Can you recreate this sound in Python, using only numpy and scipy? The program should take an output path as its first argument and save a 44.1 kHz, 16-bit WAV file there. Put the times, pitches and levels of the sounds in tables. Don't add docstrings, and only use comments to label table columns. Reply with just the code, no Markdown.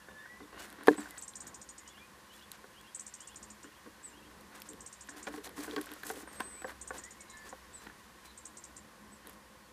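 import sys
import numpy as np
from scipy import signal
from scipy.fft import rfft, irfft
from scipy.io import wavfile
from scipy.ndimage import uniform_filter1d

SR = 44100
rng = np.random.default_rng(int(sys.argv[2]) if len(sys.argv) > 2 else 0)


def elevation(decibels):
    levels = np.asarray(decibels, float)
    return 10 ** (levels / 20)


def output_pcm(signal):
    pcm = np.clip(np.atleast_2d(signal).T, -1, 1) * 32767
    wavfile.write(sys.argv[1], SR, np.round(pcm).astype(np.int16))


N = 428652
TIME = np.arange(N) / SR

# centre [Hz], width [Hz], lift [dB].
CAVITY_MODES = [(210.6, 15, 5.5), (315.5, 167, 9.5), (517, 63, 8), (1077, 123, 5), (1510, 265, 6),
                (1846, 390, 7)]


def unit(x):
    return x / np.sqrt(np.mean(x ** 2) + 1e-20)


def coloured(x, points, peaks=()):
    hz = np.maximum(np.arange(N // 2 + 1) * SR / N, 1)
    db = np.interp(np.log(hz), np.log(np.array(points)[:, 0]), np.array(points)[:, 1])
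    for centre_hz, width_hz, lift_db in peaks:
        db += lift_db / (1 + (2 * (hz - centre_hz) / width_hz) ** 2)
    return unit(irfft(rfft(x) * elevation(db), N))


def band(x, low_hz, high_hz, order=2):
    edges = [low_hz, min(high_hz, .45 * SR)]
    return signal.sosfilt(signal.butter(order, edges, "band", fs=SR, output="sos"), x)


def lowpass(x, hz):
    return signal.sosfilt(signal.butter(2, hz, fs=SR, output="sos"), x)


def sine(hz):
    return np.sin(2 * np.pi * np.cumsum(hz) / SR)


def drift(rate):
    knots = rng.standard_normal(3000)
    return np.interp(TIME * rate, np.arange(len(knots)), knots)


def ring(clicks, hz, t60):
    r, w = elevation(-60 / (t60 * SR)), 2 * np.pi * hz / SR
    return signal.lfilter([0, np.sin(w)], [1, -2 * r * np.cos(w), r * r], clicks + 1e-18)


def grains(per_s, spread_db):
    sizes = elevation(spread_db * np.minimum(rng.exponential(1, N), 4)) * rng.standard_normal(N)
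    return unit(sizes * (rng.random(N) < per_s / SR))


def add(out, s, sound):
    i = int(round(s * SR))
    out[i:i + len(sound)] += sound[:N - i]


def echoes(x, t60, wet_db, lumpy_db=0):
    trunk_gap_s = 0.0132
    t = np.arange(int(.3 * SR)) / SR
    tail = rng.standard_normal(len(t)) * elevation(-60 * t / t60) * np.tanh(t / 0.00056)
    tail *= elevation(lumpy_db * np.cos(2 * np.pi * t / trunk_gap_s))
    return x + elevation(wet_db) * signal.fftconvolve(x, tail / np.sqrt(np.sum(tail ** 2)))[:N]


def night_air():
    # time [s], far engine [dB], traffic [dB], hiss [dB].
    air_levels = [
        (0.0, -82.5, -54, -68.5),
        (7.52, -68.5, -55, -67.5),
        (9.72, -81, -53.5, -69.5),
    ]
    # frequency [Hz], level [dB].
    wash_outline = [(15, -47), (25, -70.5), (53, 0.5), (144, -7.5), (209, -1.5), (253, -12), (457, -10.5),
                    (509, -10.5), (666, -10.5), (1050, -6.5), (1380, -15.5), (1800, -17), (2170, -18),
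                    (11200, -24.5), (15500, -31.5)]
    rows = np.array(air_levels)
    engine_db, traffic_db, hiss_db = [np.interp(TIME, rows[:, 0], column) for column in rows.T[1:]]
    wash = coloured(rng.standard_normal(N), wash_outline, CAVITY_MODES)
    low = lowpass(wash, 2300)
    engine = unit(ring(rng.standard_normal(N), 64.2, 1.0))
    traffic = elevation(traffic_db - 5.5 + 2.0 * drift(7.9)) * low
    hiss = elevation(hiss_db + 14.0) * (wash - low)
    return traffic + hiss + elevation(engine_db + 3.0) * engine


def whistles(tables, waver_db):
    out, flutter, waver = np.zeros(N), 1 + 0.0024 * drift(55), elevation(waver_db * drift(40))
    for rows in tables:
        s, hz, db = np.transpose(rows)
        span = slice(int(s[0] * SR), int(s[-1] * SR))
        t = TIME[span]
        fade = np.clip(np.minimum(t - s[0], s[-1] - t) / 0.0035, 0, 1)
        level = np.sqrt(2) * fade * elevation(np.interp(t, s, db)) * waver[span]
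        out[span] += level * sine(np.interp(t, s, hz) * flutter[span])
    return out


def far_birds():
    # start [s], top [Hz], level [dB], second note after [s], its level [dB].
    paired = [
        (1.852, 3435, -65, .088, -62),
        (2.295, 3450, -62.5, .09, -61),
        (2.742, 3350, -61.5, 0.093, -62),
        (3.19, 3410, -64, 0.087, -65),
        (3.63, 3330, -68.5, .088, -68),
        (4.124, 3276, -66, 0.089, -66),
    ]
    # start [s], lowest [s], highest [s], end [s], lowest share of top pitch.
    hooks = [
        (.002, 0.0082, .061, 0.074, .85),
        (0.00104, 0.0156, .054, 0.068, .815),
    ]
    # start [s], end [s], start [Hz], end [Hz], level [dB].
    glide_rows = [(0, .05, 1745, 1700, -65), (0, .07, 1460, 1450, -71), (.12, .2, 1450, 1450, -71),
                  (.07, .145, 1735, 1730, -65), (.265, .35, 1710, 1690, -63), (.49, .535, 1950, 1990, -70),
                  (.012, .03, 2820, 2800, -72), (.085, .105, 3600, 3600, -69),
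                  (.105, .125, 2790, 2800, -72), (.145, .26, 1735, 1715, -57),
                  (.179, .206, 3560, 3600, -68), (.2, .22, 2800, 2800, -72), (.2, .303, 1800, 1938, -59.5),
                  (.297, .418, 1938, 2010, -58), (.423, .445, 3900, 3350, -69),
                  (.515, .56, 2690, 2800, -72), (.55, .59, 2790, 2900, -66), (.585, .64, 2900, 2960, -65),
                  (.974, 1.113, 2240, 2060, -72), (1.108, 1.173, 2040, 1944, -59),
                  (1.802, 1.972, 2040, 2170, -74), (1.993, 2.053, 2330, 2495, -65),
                  (6.5, 6.57, 2020, 2270, -69), (6.56, 6.63, 2250, 2620, -65),
                  (7.029, 7.09, 1850, 2050, -59), (7.187, 7.42, 2220, 2080, -67),
                  (7.28, 7.35, 3990, 4010, -67), (7.29, 7.365, 3800, 3800, -71),
                  (7.333, 7.46, 1745, 1750, -59), (7.39, 7.46, 4660, 4660, -72),
                  (7.59, 7.68, 5280, 5270, -73), (7.7, 7.755, 4600, 4550, -80),
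                  (7.72, 7.76, 3480, 3560, -73), (7.755, 7.848, 4020, 3990, -68),
                  (7.93, 7.98, 4680, 4680, -79), (8.245, 8.32, 4070, 4010, -68),
                  (8.27, 8.335, 3800, 3700, -72), (8.478, 8.56, 3890, 3870, -78),
                  (9.617, 9.7, 4390, 4360, -77)]
    slur_db, top_db, dip_db = 2.0, -2, 3
    pairs = []
    for second, (start, lowest, highest, end, foot) in enumerate(hooks):
        t = np.linspace(start, end, num=24)
        swing = np.sin(np.pi / 2 * (t - lowest) / (highest - lowest)) ** 2
        share = foot + (1 - foot) * swing
        db = slur_db + top_db * (t - start) / (highest - start) - dip_db * 4 * swing * (1 - swing)
        for row in paired:
            times = row[0] + second * row[3] + t
            pairs.append(np.transpose([times, row[1] * share, db + row[2 + 2 * second]]))
    glides = [[(s, hz, db), (end, end_hz, db)] for s, end, hz, end_hz, db in glide_rows]
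    far_pairs = echoes(whistles(pairs, waver_db=1.5), .15, -4.0)
    return far_pairs + echoes(whistles(glides, waver_db=1.5), .25, -6.0)


def thin_whistle():
    # time [s], pitch [Hz], level [dB].
    thin_notes = [
        [(6.272, 8980, -55), (6.285, 8630, -55), (6.32, 8400, -57), (6.45, 8210, -54), (6.66, 7910, -55),
         (6.675, 7910, -63)],
    ]
    return whistles(thin_notes, waver_db=5.5)


def buzzes():
    # start [s], level [dB].
    buzz_times = [
        (.963, -54.5),
        (4.03, -54),
        (7.73, -56.5),
        (9.11, -66.5),
    ]
    # time [s], upper voice [Hz], lower voice [Hz], level [dB].
    voices = [(0, 8740, 7080, -9), (.006, 8440, 7980, -8), (.025, 8450, 7960, -1.5),
              (.035, 8950, 7900, -12), (.05, 7900, 7350, -6), (.062, 8550, 7270, -18),
              (.095, 8100, 7150, -19)]
    out, rows = np.zeros(N), np.array(voices)
    t = np.arange(int(rows[-1, 0] * SR)) / SR
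    upper_hz, lower_hz, db = [np.interp(t, rows[:, 0], column) for column in rows.T[1:]]
    note = sine(upper_hz) + elevation(3.0) * sine(lower_hz)
    flutter = 1 + .5 * np.sin(2 * np.pi * 130 * t)
    for s, level_db in buzz_times:
        add(out, s, elevation(level_db + db) * note * flutter)
    return out


def chip_runs():
    # time [s], peak level [dB].
    runs = [
        [(1.1802, -40), (1.2236, -37), (1.2805, -39), (1.3563, -40), (1.4052, -40.5), (1.4691, -42.5),
         (1.5449, -43), (1.6162, -44), (1.6906, -43.5), (1.7814, -46.5), (1.8776, -48)],
        [(2.9482, -38.5), (2.9966, -38.5), (3.0664, -41), (3.1403, -41.5), (3.2056, -41.5), (3.2735, -44.5),
         (3.3593, -42.5), (3.4291, -43), (3.5034, -44), (3.6316, -45.5)],
        [(4.6897, -40), (4.807, -43.5), (4.8633, -41), (4.9282, -43), (5.01, -44), (5.0923, -43), (5.229, -43)],
        [(6.8144, -41), (6.8763, -42.5), (6.982, -42), (7.0384, -42.5), (7.1082, -45), (7.207, -46),
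         (7.2993, -46.5), (7.3711, -48.5), (7.4914, -47)],
        [(8.3764, -42), (8.4552, -41.5), (8.5719, -42.5), (8.6403, -42.5), (8.7665, -43)],
    ]
    # fresh [Hz], tired [Hz].
    sagging = [
        (7750, 7000),
        (7750, 7200),
        (7500, 7250),
        (7250, 7120),
        (7350, 7400),
    ]
    sag_s = 0.16
    rows = []
    for run, (fresh_hz, tired_hz) in zip(runs, sagging):
        times, db = np.transpose(run)
        fresh = np.exp(-(times - times[0]) / sag_s)
        held_hz = tired_hz + (fresh_hz - tired_hz) * fresh
        rows += zip(times, db + 6, held_hz, 5274 - 1510 * (1 - fresh), -13 + 6 * (1 - fresh))
    return rows


def chips():
    sweep_s = .0045
    out, t = np.zeros(N), np.arange(int(.08 * SR)) / SR
    wobble = uniform_filter1d(rng.standard_normal((60, len(t))), size=60, axis=1) * np.sqrt(60)
    rise = np.clip(t / sweep_s, 0, 1)
    after = np.maximum(t - .7 * sweep_s, 0)
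    for k, (s, db, held_hz, foot_hz, foot_db) in enumerate(chip_runs()):
        sweep = sine(foot_hz + (9100 - foot_hz) * rise ** .8) * elevation(foot_db * (0.5 - rise))
        sweep *= np.tanh(9 * rise) * np.tanh(9 * (1 - rise))
        hoarse_hz = 130 * wobble[k]
        held = sine(held_hz - 600 * np.exp(-after / 0.0019) + hoarse_hz)
        held *= np.exp(-after / 0.011) * np.tanh(after / 0.0016)
        top = sine(.6 * held_hz + 4000 + 500 * np.exp(-after / 0.0043) - hoarse_hz)
        top *= np.exp(-after / 0.0032) * np.tanh(after / 0.0023)
        chip = elevation(-1) * sweep + elevation(-5.0) * held + elevation(-0.5) * top
        add(out, s - .5 * sweep_s, elevation(db - 8.5) * chip)
    return out * elevation(2 * drift(250))


def pressure(rows, column):
    out = np.zeros(N)
    for row in rows:
        along = np.arange(int(row[1] * SR)) / (row[1] * SR)
        add(out, row[0], elevation(row[column]) * np.tanh(along / 0.18) * np.tanh((1 - along) / 0.39))
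    return out


def shuffle():
    # start [s], length [s], floor board [dB], wall scrape [dB].
    shifts = [(.39, 0.082, -58, -67), (.52, 0.17, -59, -55.5), (.66, 0.15, -65, -58),
              (.78, 0.114, -60, -56.5), (.9, 0.078, -45, -53.5), (.975, 0.081, -71, -54),
              (1.04, 0.22, -78, -63.5), (1.38, 0.19, -83, -61.5), (3.63, 0.072, -58, -82.5),
              (3.85, 0.049, -52, -80), (3.95, 0.57, -67, -75), (4.5, 0.13, -69, -58.5),
              (4.68, 0.088, -56.5, -79), (5.08, 0.25, -58, -60), (5.28, 0.152, -51.5, -59),
              (5.44, 0.12, -58.5, -61.5), (5.56, 0.12, -52.5, -53.5), (5.67, 0.079, -45, -55.5),
              (5.76, 0.069, -42, -53.5), (5.86, 0.11, -55.5, -58), (6.04, 0.21, -53.5, -60),
              (6.25, 0.22, -68, -59), (6.41, 0.23, -64, -62), (6.67, 0.065, -67, -51),
              (6.93, 0.091, -60, -55.5), (7.43, 0.11, -63, -64), (7.8, 0.11, -64, -62.5),
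              (9.24, 0.076, -61, -57.5)]
    # start [s], length [s], level [dB], brightness [dB].
    strokes = [(0.576, 0.1, -52.5, -2.5), (0.665, 0.068, -67, 3), (0.847, 0.12, -54.5, -1.5),
               (0.963, 0.17, -58, -3.5), (1.1, 0.18, -67, 0.5), (2.314, 0.1, -69, 3),
               (2.521, 0.052, -59, -9), (4.543, 0.058, -59.5, -0.5), (4.653, 0.036, -58.5, -5),
               (5.158, 0.064, -57, -3), (5.263, 0.036, -53.5, -8), (5.31, 0.097, -60, -0.5),
               (5.431, 0.055, -54, 0), (5.556, 0.13, -54, 2), (5.643, 0.24, -58.5, -4),
               (5.808, 0.34, -61.5, -2), (6.042, 0.11, -57, 5.5), (6.14, 0.11, -58.5, 4),
               (6.316, 0.069, -60, 2), (6.383, 0.072, -57.5, -3), (6.666, 0.061, -62, 4),
               (6.921, 0.083, -57, -1.5), (7.448, 0.058, -59, -2.5), (7.805, 0.064, -62, -1),
               (7.983, 0.035, -65.5, -1), (8.237, 0.054, -59.5, -3), (9.274, 0.088, -65.5, -1)]
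    # frequency [Hz], level [dB].
    feather_outline = [(1500, 2), (3000, -4), (5000, -5), (8000, -4), (11000, -7), (13500, -12),
                       (15200, -7)]
    push, drag = grains(300, 1.76), grains(2600, 1.8)
    rumble = ring(push, 300.5, 0.22) + elevation(6.5) * ring(push, 439, 0.035)
    rumble += elevation(-1.5) * ring(drag, 380, 0.1) + elevation(-12.0) * ring(drag, 231, 0.17)
    wall_outline = [(500, -6.0), (700, 5.0), (1900, 0.0), (2400, -6.0), (4500, -6.0), (6000, -57.0)]
    scrape = coloured(drag, wall_outline, CAVITY_MODES)
    weight = pressure(shifts, column=2) * unit(rumble) + pressure(shifts, column=3) * scrape

    barbs = rng.standard_normal(N) + .7 * grains(2500, 3.5)
    brush = coloured(barbs, [(600, -1.0)] + feather_outline + [(16000, -26.0)])
    brush *= elevation(5.0 + 1.5 * drift(120))
    dull = lowpass(brush, 8000)
    sheen = [(s, length, db + bright_db) for s, length, db, bright_db in strokes]
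    feathers = pressure(strokes, column=2) * dull
    feathers += pressure(sheen, column=2) * (brush - dull) * elevation(2.6 * drift(200))
    return elevation(3) * weight + feathers


def ticks():
    # time [s], peak level [dB], treble share [dB].
    snaps = [(0.605, -50, -14), (0.7011, -47, -0.5), (0.726, -47, 0), (0.8343, -47, -0.5),
             (0.8712, -27, -5), (0.8822, -22.5, -28), (0.9156, -41, -11), (0.941, -42, -17),
             (1.1072, -42.5, -2), (1.174, -39.5, -16), (1.214, -46, -5.5), (1.3355, -42, -16),
             (1.4755, -50, 4), (2.3368, -45, -12), (2.3783, -50, -1), (2.3935, -48, -15), (2.424, -47, -14),
             (2.516, -35, -2.5), (2.8113, -51, -1), (3.3448, -45, -7), (4.4097, -53, -1), (4.6012, -51, 3),
             (4.6185, -32, -7), (4.7326, -43.5, -4), (5.073, -48, -7), (5.3236, -47, -13),
             (5.3498, -48, -9), (5.3829, -52, -5), (5.4436, -36.5, -20), (5.4527, -44, -14),
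             (5.4734, -37.5, -22), (5.4918, -43, -3), (5.5689, -51, -4), (5.5805, -45, -1),
             (5.6015, -41, -10), (5.6236, -49, -10), (5.7101, -33.5, -18), (5.7351, -46, -12),
             (5.7618, -26.5, -19), (5.8115, -36.5, -2), (5.8415, -45, -10), (5.858, -47, 2),
             (5.8899, -38, -22), (5.9158, -37, -8), (5.9362, -45, 4.5), (6.0333, -37, -7),
             (5.8138, -40.5, 0), (6.0659, -44, 2), (6.0779, -43, -2), (6.0929, -50, 6), (6.1124, -48, 6),
             (6.1582, -41, -9), (5.7865, -49, -1), (6.4035, -36, -1), (6.5764, -56, 0),
             (6.6197, -44.5, -10), (7.8693, -45.5, -18), (9.2706, -45.5, 1), (9.2946, -49, 4),
             (9.3306, -53, -1)]
    delay_s = .0008
    out, t = np.zeros(N), np.arange(256) / SR
    noise = rng.standard_normal((60, 256)) * t * np.exp(-t / 0.00025)
    for k, (s, db, treble_db) in enumerate(snaps):
        dull = band(noise[k], 3000, 4500) + .22 * band(noise[k], 2000, 7000)
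        bright = band(noise[k], 7500, 13500)
        snap = dull / np.abs(dull).max() + elevation(treble_db + 8.5) * bright / np.abs(bright).max()
        add(out, s + delay_s, elevation(db - 0.5) * snap)
    return out


def claw_contacts():
    # time [s], peak level [dB], plank [Hz].
    thuds = [(.402, -49, 275), (.68, -58, 295), (.72, -56, 295), (.808, -49, 293), (.527, -50, 432),
             (0.784, -51, 293), (.979, -42, 211), (.983, -41.5, 287), (3.642, -49.5, 293),
             (3.861, -49.5, 288), (5.339, -43, 299), (5.379, -47.5, 420), (5.577, -43.5, 279),
             (5.734, -44, 420), (5.786, -46, 304), (5.915, -48, 296), (6.23, -50, 321)]
    # time [s], peak level [dB], plank share [dB], upper wall share [dB].
    raps = [
        (.084, -47.5, -6, -2),
        (0.256, -59, -16, 12),
        (2.641, -47, -5, -2.5),
        (5.467, -41, -9, -9),
        (6.274, -44.5, -11, -3),
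        (6.399, -37, -21, -2),
        (6.644, -34.5, 0.5, -3.5),
        (6.905, -36, -3, 0.5),
        (7.526, -38.5, -4, -6),
        (7.898, -54.5, -11, 8.5),
    ]
    # time [s], peak level [dB], plank [Hz], upper wall share [dB].
    catches = [(0.8717, -29, 440, 1.5), (1.174, -55, 436, 9), (1.976, -58.5, 291, 7),
               (5.087, -46.5, 278, 1), (5.162, -49, 299, -4), (5.269, -35.5, 558, -2.5),
               (5.275, -37, 556, -3), (5.7631, -34, 435, 0), (5.779, -39, 307, 2), (5.867, -55, 374, 10),
               (6.032, -47.5, 422, 7.5), (6.1, -35.5, 442, -5), (6.403, -31.5, 1046, 2),
               (6.619, -48, 334, 6), (7.867, -49.5, 345, 9.5)]
    # time [s], peak level [dB], plank share [dB], upper wall share [dB].
    pats = [(0.996, -38, -9, -3), (1.009, -43.5, -14, -2), (1.056, -41, -18, 2.5), (1.07, -43.5, -16, 0),
            (1.145, -45, -18, 0), (5.59, -43, -15, -2), (5.642, -38.5, -15, 2), (5.677, -36.5, -18, 2),
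            (5.84, -45, -15, -1), (5.963, -45, -15, 5), (6.056, -40, -15, 0), (6.107, -41, -13, 5.5),
            (6.137, -43, -15, -7), (6.166, -38, -18, -4), (6.204, -47, -18, 5), (6.702, -39, -12, -5),
            (6.941, -39, -13, -8), (6.957, -38, -12, -9)]
    wall_hz = 520
    rows = [(s, db, 5, -5.5, hz, -4) for s, db, hz in thuds]
    rows += [(s, db, plank_db, -23, wall_hz, upper_db) for s, db, plank_db, upper_db in raps]
    rows += [(s, db, -4, -2, hz, upper_db) for s, db, hz, upper_db in catches]
    return rows + [(s, db - 7.5, plank_db, -11, wall_hz, upper_db) for s, db, plank_db, upper_db in pats]


def knocks():
    # frequency [Hz], level [dB], t60 [s].
    board_modes = [(216, -5, 0.15), (298.6, -11.5, 0.21), (415, -12.5, 0.11), (445, -8.5, 0.087),
                   (596, -12, 0.07), (775, -5.5, 0.034), (930, -5.5, 0.0096), (1110, -3.5, 0.023),
                   (1723, -9.5, 0.03), (1474, -21, 0.049), (1534, -13.5, 0.027), (1591, -7, 0.027),
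                   (1860, -23, 0.034)]
    out, t = np.zeros(N), np.arange(int(.15 * SR)) / SR
    mix_db = 2 * rng.normal(0, 1, (60, len(board_modes)))
    noise = rng.standard_normal((60, len(t)))
    for k, (s, wall_db, plank_db, crack_db, plank_hz, upper_db) in enumerate(claw_contacts()):
        chatter = band(noise[k] * t * np.exp(-t / 0.0016), 100, 2200)
        chatter = chatter / np.sqrt(np.sum(chatter ** 2))
        for (hz, db, t60), uneven_db in zip(board_modes, mix_db[k]):
            if hz < 600:
                share_db = plank_db - 19.0 * abs(np.log2(hz / plank_hz))
            else:
                share_db = 0 if hz < 1250 else upper_db + 2.0
            level = elevation(wall_db + share_db + .5 * db + uneven_db - 11.0)
            add(out, s, level * ring(chatter, hz, 1.32 * t60))
        plank = np.sin(2 * np.pi * plank_hz * t) * elevation(-60 * t / 0.1) * np.tanh(t / 0.0022)
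        add(out, s, elevation(wall_db + plank_db + 1.0) * plank)
        tail = noise[k] * np.exp(-t / 0.0096) * np.tanh(t / 0.00094)
        woody = band(tail, 670, 1300) + elevation(upper_db - 14.0) * band(tail, 1560, 1660)
        add(out, s, elevation(wall_db + 7.0) * woody)
        crack = band(noise[k] * np.exp(-t / .004), 2300, 4700)
        add(out, s, elevation(wall_db + crack_db + 3) * crack)
    return out


def boards(push):
    # frequency [Hz], level [dB], t60 [s].
    floor_modes = [(214, -23.5, .1), (304, -7, .13), (413, -13.5, 0.056), (459, -1.5, 0.043),
                   (582, -6, 0.036), (743, -6.5, 0.029), (930, -7.5, 0.025), (1038, -8, 0.058),
                   (1450, -10, 0.037), (1610, -6.5, 0.024), (1746, -3.5, 0.0263)]
    out = np.zeros(N)
    for k, (hz, db, t60) in enumerate(floor_modes):
        sense = 1 if hz < 1200 else (-1) ** k
        out += sense * elevation(db) * ring(push, hz, t60)
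    return out


def blow():
    # time [s], level [dB], hardness [Hz].
    pushes = [
        (0.8727, -35.5, 6000),
        (0.8825, -8, 2500),
        (0.885, -15, 4070),
        (0.9085, -15, 420),
        (0.9235, -25, 300),
    ]
    settle_s, muffle_db = .934, -18
    push = np.zeros(N)
    for s, db, hardness_hz in pushes:
        span = np.hanning(int(SR / hardness_hz) + 3)
        add(push, s, -elevation(db) * span / span.sum())
    damping = elevation(muffle_db * np.clip((TIME - settle_s) / 0.0068, 0, 1))
    return band(boards(push), 260, 9100, order=3) * damping


def scene():
    birds = far_birds() + thin_whistle() + echoes(buzzes(), 0.069, 2.2)
    birds += echoes(chips(), 0.09, 3.5, lumpy_db=3.5)
    owl = shuffle() + echoes(ticks(), 0.026, -8.0) + knocks()
    owl = signal.sosfilt(signal.butter(4, 195, "highpass", fs=SR, output="sos"), owl)
    return (night_air() + birds + owl + blow())[None]


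def band_limit(x):
    return signal.sosfilt(signal.butter(12, 16400, fs=SR, output="sos"), x)


def record(dry):
    top_cut = signal.cheby2(12, 60, 16000, fs=SR, output="sos")
    return band_limit(signal.sosfilt(top_cut, dry))


dry = scene()
out = record(dry)
output_pcm(out)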